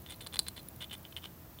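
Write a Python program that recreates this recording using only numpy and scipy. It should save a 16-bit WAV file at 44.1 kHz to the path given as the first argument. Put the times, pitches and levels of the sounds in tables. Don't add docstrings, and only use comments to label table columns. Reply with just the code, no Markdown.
import sys
import numpy as np
from scipy import signal
from scipy.fft import rfft, irfft, next_fast_len
from scipy.io import wavfile
from scipy.ndimage import map_coordinates

SR = 44100
rng = np.random.default_rng(int(sys.argv[2]) if len(sys.argv) > 2 else 0)


def generate_wav(sig):
    pcm = np.round(np.clip(np.atleast_2d(sig).T, -1, 1) * 32767).astype(np.int16)
    wavfile.write(sys.argv[1], SR, pcm)


N = 70560
BLOCK = 4096


def gain(db):
    return 10 ** (np.asarray(db) / 20)


def unit_rms(x):
    return x / np.sqrt(np.mean(x ** 2) + 1e-20)


def add(track, start_s, sound):
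    start = max(0, round(start_s * SR))
    part = sound[:max(0, N - start)]
    track[start:start + len(part)] += part


def filtered(x, response):
    size = next_fast_len(N + SR // 2)
    return irfft(rfft(x, size) * response(np.fft.rfftfreq(size, 1 / SR)), size)[:N]


def noise(spectrum):
    pitch_hz, level_db = np.transpose(spectrum)
    white = rng.standard_normal(N)
    shaped = filtered(white, lambda hz: gain(np.interp(np.log(hz + 1), np.log(pitch_hz + 1), level_db)))
    return unit_rms(shaped)


def wobble(per_s):
    return map_coordinates(rng.standard_normal(BLOCK), [np.arange(N) * per_s / SR])


def tone(hz, waver, per_s):
    pitch_hz = hz * (1 + waver * wobble(per_s))
    return unit_rms(np.sin(2 * np.pi * np.cumsum(pitch_hz) / SR))


def ring(peaks):
    freqs = np.fft.rfftfreq(BLOCK, 1 / SR) + 1
    power = sum((gain(db) / (1 + ((freqs ** 2 - hz ** 2) / (freqs * width_hz)) ** 2)) ** 2
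                for hz, width_hz, db in peaks)
    cepstrum = irfft(np.log(power + 1e-8) / 2)
    cepstrum[1:BLOCK // 2] *= 2
    cepstrum[BLOCK // 2 + 1:] = 0
    tap = irfft(np.exp(rfft(cepstrum)))[:BLOCK // 2]
    return tap / np.abs(tap).max()


# pitch_hz, relative_db
RUMBLE_SPECTRUM = [(20, -23), (32, -27), (50, -2.5), (80, 1), (115, -2), (170, -2), (260, -9.5),
                   (450, -14.5), (650, -16), (1000, -20), (1600, -40.5)]
HISS_SPECTRUM = [(600, -28), (1000, -6), (1500, -8), (2600, -13), (5300, -15), (8000, -16.5), (10500, -16),
                 (12300, -7.5), (13400, -6.5), (14400, -8.5), (15000, -3.5), (15800, -9.5)]
# pitch_hz, level_db
HUM_TONES = [(85, -63), (327, -68), (653, -74)]


def background():
    hum = sum(gain(db) * tone(hz, waver=0.0093, per_s=25) for hz, db in HUM_TONES)
    whine = tone(hz=15020, waver=0.004, per_s=45)
    whine = gain(-67.5) * unit_rms(whine * (1 + wobble(per_s=260)))
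    rumble = gain(-54) * noise(RUMBLE_SPECTRUM)
    hiss = gain(-57) * noise(HISS_SPECTRUM)
    fade = gain(-(np.arange(N) - N / 2) / SR)
    return fade * (rumble + hum) + hiss + whine


# pitch_hz, width_hz, relative_db
TICK_RING = [(11100, 1800, -4), (14900, 5100, -14), (3900, 1450, -19.5)]
# start_s, peak_db
HIGH_TICKS = [(.0200, -39.5), (.1600, -43), (0.2464, -41.5), (0.4307, -43), (0.4812, -36), (.6300, -44),
              (0.6861, -30), (.7614, -39), (0.9804, -41), (1.0300, -41)]


def ticks():
    out = np.zeros(N)
    rise_s = 0.00047
    age = np.arange(BLOCK // 8) / SR / rise_s
    for start_s, peak_db in HIGH_TICKS:
        rasp = rng.standard_normal(len(age)) * age * np.exp(-age)
        tick = signal.fftconvolve(rasp, ring(TICK_RING))
        add(out, start_s, gain(peak_db) * tick / np.abs(tick).max())
    return out


def table_and_trees(x):
    delay_s, dull_above_hz = 0.00197, 8200

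    def table_bounce(hz):
        return gain(-15) * np.exp(-2j * np.pi * hz * delay_s) / (1 + (hz / dull_above_hz) ** 4)

    near = filtered(x, lambda hz: 1 + table_bounce(hz))
    t = np.arange(SR // 2) / SR
    tail = rng.standard_normal(len(t)) * gain(-60 * t / 0.28)
    return near + gain(-21.5) * signal.fftconvolve(near, tail / np.linalg.norm(tail))[:N]


# pitch_hz, width_hz, relative_db
BITE_PEAKS = [(3070, 440, 0), (3518, 350, 1), (4110, 244, 0.5), (4540, 400, 0), (5080, 490, 2.5)]
# pitch_hz, width_hz, relative_db
NUT_AND_JAW_RING = [(394, 228, -14.5), (900, 920, -15.5), (2440, 3200, -17)]
EDGE_RING = [(8170, 2500, -16.5), (9440, 2200, -11.5), (15000, 5900, -23.5)]


def walnut(bite_hz, bright_db, body_db, knock_hz):
    reach_hz = 375
    bite = [(hz, width, db - 10 * np.log10(1 + ((hz - bite_hz) / reach_hz) ** 4))
            for hz, width, db in BITE_PEAKS]
    knock = (knock_hz, knock_hz / 1.72, -13.5)
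    body = [(hz, width, db + body_db) for hz, width, db in [*NUT_AND_JAW_RING, knock]]
    edge = [(hz, width, db + bright_db) for hz, width, db in EDGE_RING]
    tap = ring(bite + body + edge)
    bass_lag_s = 0.000415
    freqs = np.fft.rfftfreq(BLOCK, 1 / SR)
    bending = np.exp(-2j * np.pi * bass_lag_s * freqs * (1 - freqs / SR))
    return irfft(rfft(tap, BLOCK) * bending)[:BLOCK // 2]


# start_s, length_s, level_db, pitch_hz, bright_db
TOOTH_STROKES = [(0.067, 0.013, -58, 3530, -2), (0.086, 0.011, -54, 3500, -7),
                 (0.097, 0.018, -46.5, 3520, 3), (0.117, 0.021, -50.5, 3610, 0.5),
                 (0.137, 0.013, -57, 4050, -7), (0.202, 0.0088, -51, 3670, -14),
                 (.207, 0.019, -49, 3670, 1.5), (0.228, 0.025, -59, 3670, -1), (.332, 0.018, -46, 3740, 0),
                 (0.463, 0.011, -49, 3900, -15), (0.561, 0.045, -52.5, 3900, -2.5),
                 (0.8027, 0.049, -47.5, 3250, -6), (0.909, 0.019, -50.5, 3280, -15),
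                 (0.927, 0.022, -47, 2960, 0), (.949, 0.0058, -48.5, 3550, -4),
                 (1.042, 0.035, -63.5, 2900, -16), (1.123, 0.0087, -53, 3200, -11),
                 (1.163, 0.027, -51, 2880, -9), (1.22, 0.023, -60.5, 3240, -16),
                 (1.234, 0.015, -52, 3070, -8), (1.25, 0.01, -45.5, 3150, -11.5),
                 (1.263, 0.016, -60, 3080, -3)]


def scrapes():
    out = np.zeros(N)
    slips_per_s, spread_db = 1000, 2
    rise_share, fall_share = 0.11, 0.35
    for start_s, length_s, level_db, pitch_hz, bright_db in TOOTH_STROKES:
        samples = int(np.clip(length_s * SR, SR // 500, BLOCK))
        gaps = rng.exponential(1, BLOCK // 2)
        slip_at = ((np.cumsum(gaps) - gaps[0]) * SR / slips_per_s).astype(int)
        sizes = gain(spread_db * rng.standard_normal(len(gaps)))
        signs = rng.choice([-1, 1], len(gaps))
        slips = np.bincount(slip_at, sizes * signs, BLOCK)[:samples]
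        progress = np.linspace(0, 1, samples)
        pressure = np.sqrt(np.interp(progress, [0, rise_share, 1 - fall_share, 1], [0, 1, 1, 0]))
        nut = walnut(pitch_hz, bright_db, body_db=1.5, knock_hz=2310)
        stroke = signal.fftconvolve(slips * pressure, nut)
        rms = np.sqrt((np.sum(stroke ** 2) + 1e-20) / samples)
        add(out, start_s, gain(level_db) * stroke / rms)
    return out


# start_s, level_db, pitch_hz, bright_db, body_db, knock_hz
CHIP_SNAPS = [(0.0627, -35.5, 3350, -14, 1, 2300), (.1230, -32.5, 3660, -6, 4, 830),
              (0.2646, -30.5, 3950, -13, 1.5, 1100), (0.269, -28.5, 3870, -1, 5, 413),
              (0.2708, -24.5, 4000, 4, 0, 380), (0.3266, -37, 3580, -21, 0, 1400),
              (0.3403, -25.5, 3550, -6, 3, 1300), (0.3463, -28.5, 3800, -2, 3, 1200),
              (.3581, -21.5, 3480, 1, 5, 1030), (0.3679, -25.5, 4000, -7, 2, 2120),
              (.3915, -8, 4165, 0.5, -8.5, 1230), (0.3964, -16, 4180, 2.5, -3.5, 850),
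              (0.4675, -32, 3900, -6, 5, 1950), (.4767, -34.5, 3980, -24, -4, 1950),
              (0.4842, -17, 4000, 5, -1.5, 2020), (.5783, -32, 3280, -10, 6, 600),
              (0.8163, -31, 3250, 1, 7, 1100), (0.8205, -34, 3620, -16, -3, 2110),
              (.8249, -31, 3370, -18, -6, 2130), (0.8432, -32, 3420, -8.5, -9, 2300),
              (.8972, -45, 3260, -18, -8, 2300), (0.9108, -35, 3200, -10, 6, 2100),
              (0.9144, -31, 3200, -15, -4, 2100), (0.9271, -34.5, 3120, -9, 2, 1890),
              (0.932, -30, 3230, 3, 8, 990), (0.9386, -31.5, 2980, -3, 0, 1910),
              (1.0514, -36.5, 2940, -23, -0.5, 2400), (1.1652, -27, 3110, -12.5, -5.5, 1950),
              (1.1717, -32, 2920, -11, -7, 1990), (1.1790, -40, 2960, -23, 2, 2300),
              (1.2417, -32.5, 3130, -15, 3, 1190), (1.2559, -32, 3420, -10, 6, 756),
              (1.5875, -42.5, 3420, -14, -12, 2300)]


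def snaps():
    out = np.zeros(N)
    t = np.arange(BLOCK // 4) / SR
    crumble = np.sqrt(t) * gain(-60 * t / 0.014)
    for start_s, level_db, pitch_hz, bright_db, body_db, knock_hz in CHIP_SNAPS:
        splinters = rng.standard_normal(len(t)) * crumble
        force = gain(-7) * splinters / np.linalg.norm(splinters)
        force[0] += 1
        nut = walnut(pitch_hz, bright_db, body_db, knock_hz)
        add(out, start_s, gain(level_db) * signal.fftconvolve(force, nut))
    return out


def scene():
    gnawing = table_and_trees(snaps() + scrapes())
    return (gnawing + ticks() + background())[None]


def record(dry):
    return np.array([filtered(channel, lambda hz: hz < 15900) for channel in dry])


dry = scene()
out = record(dry)
generate_wav(out)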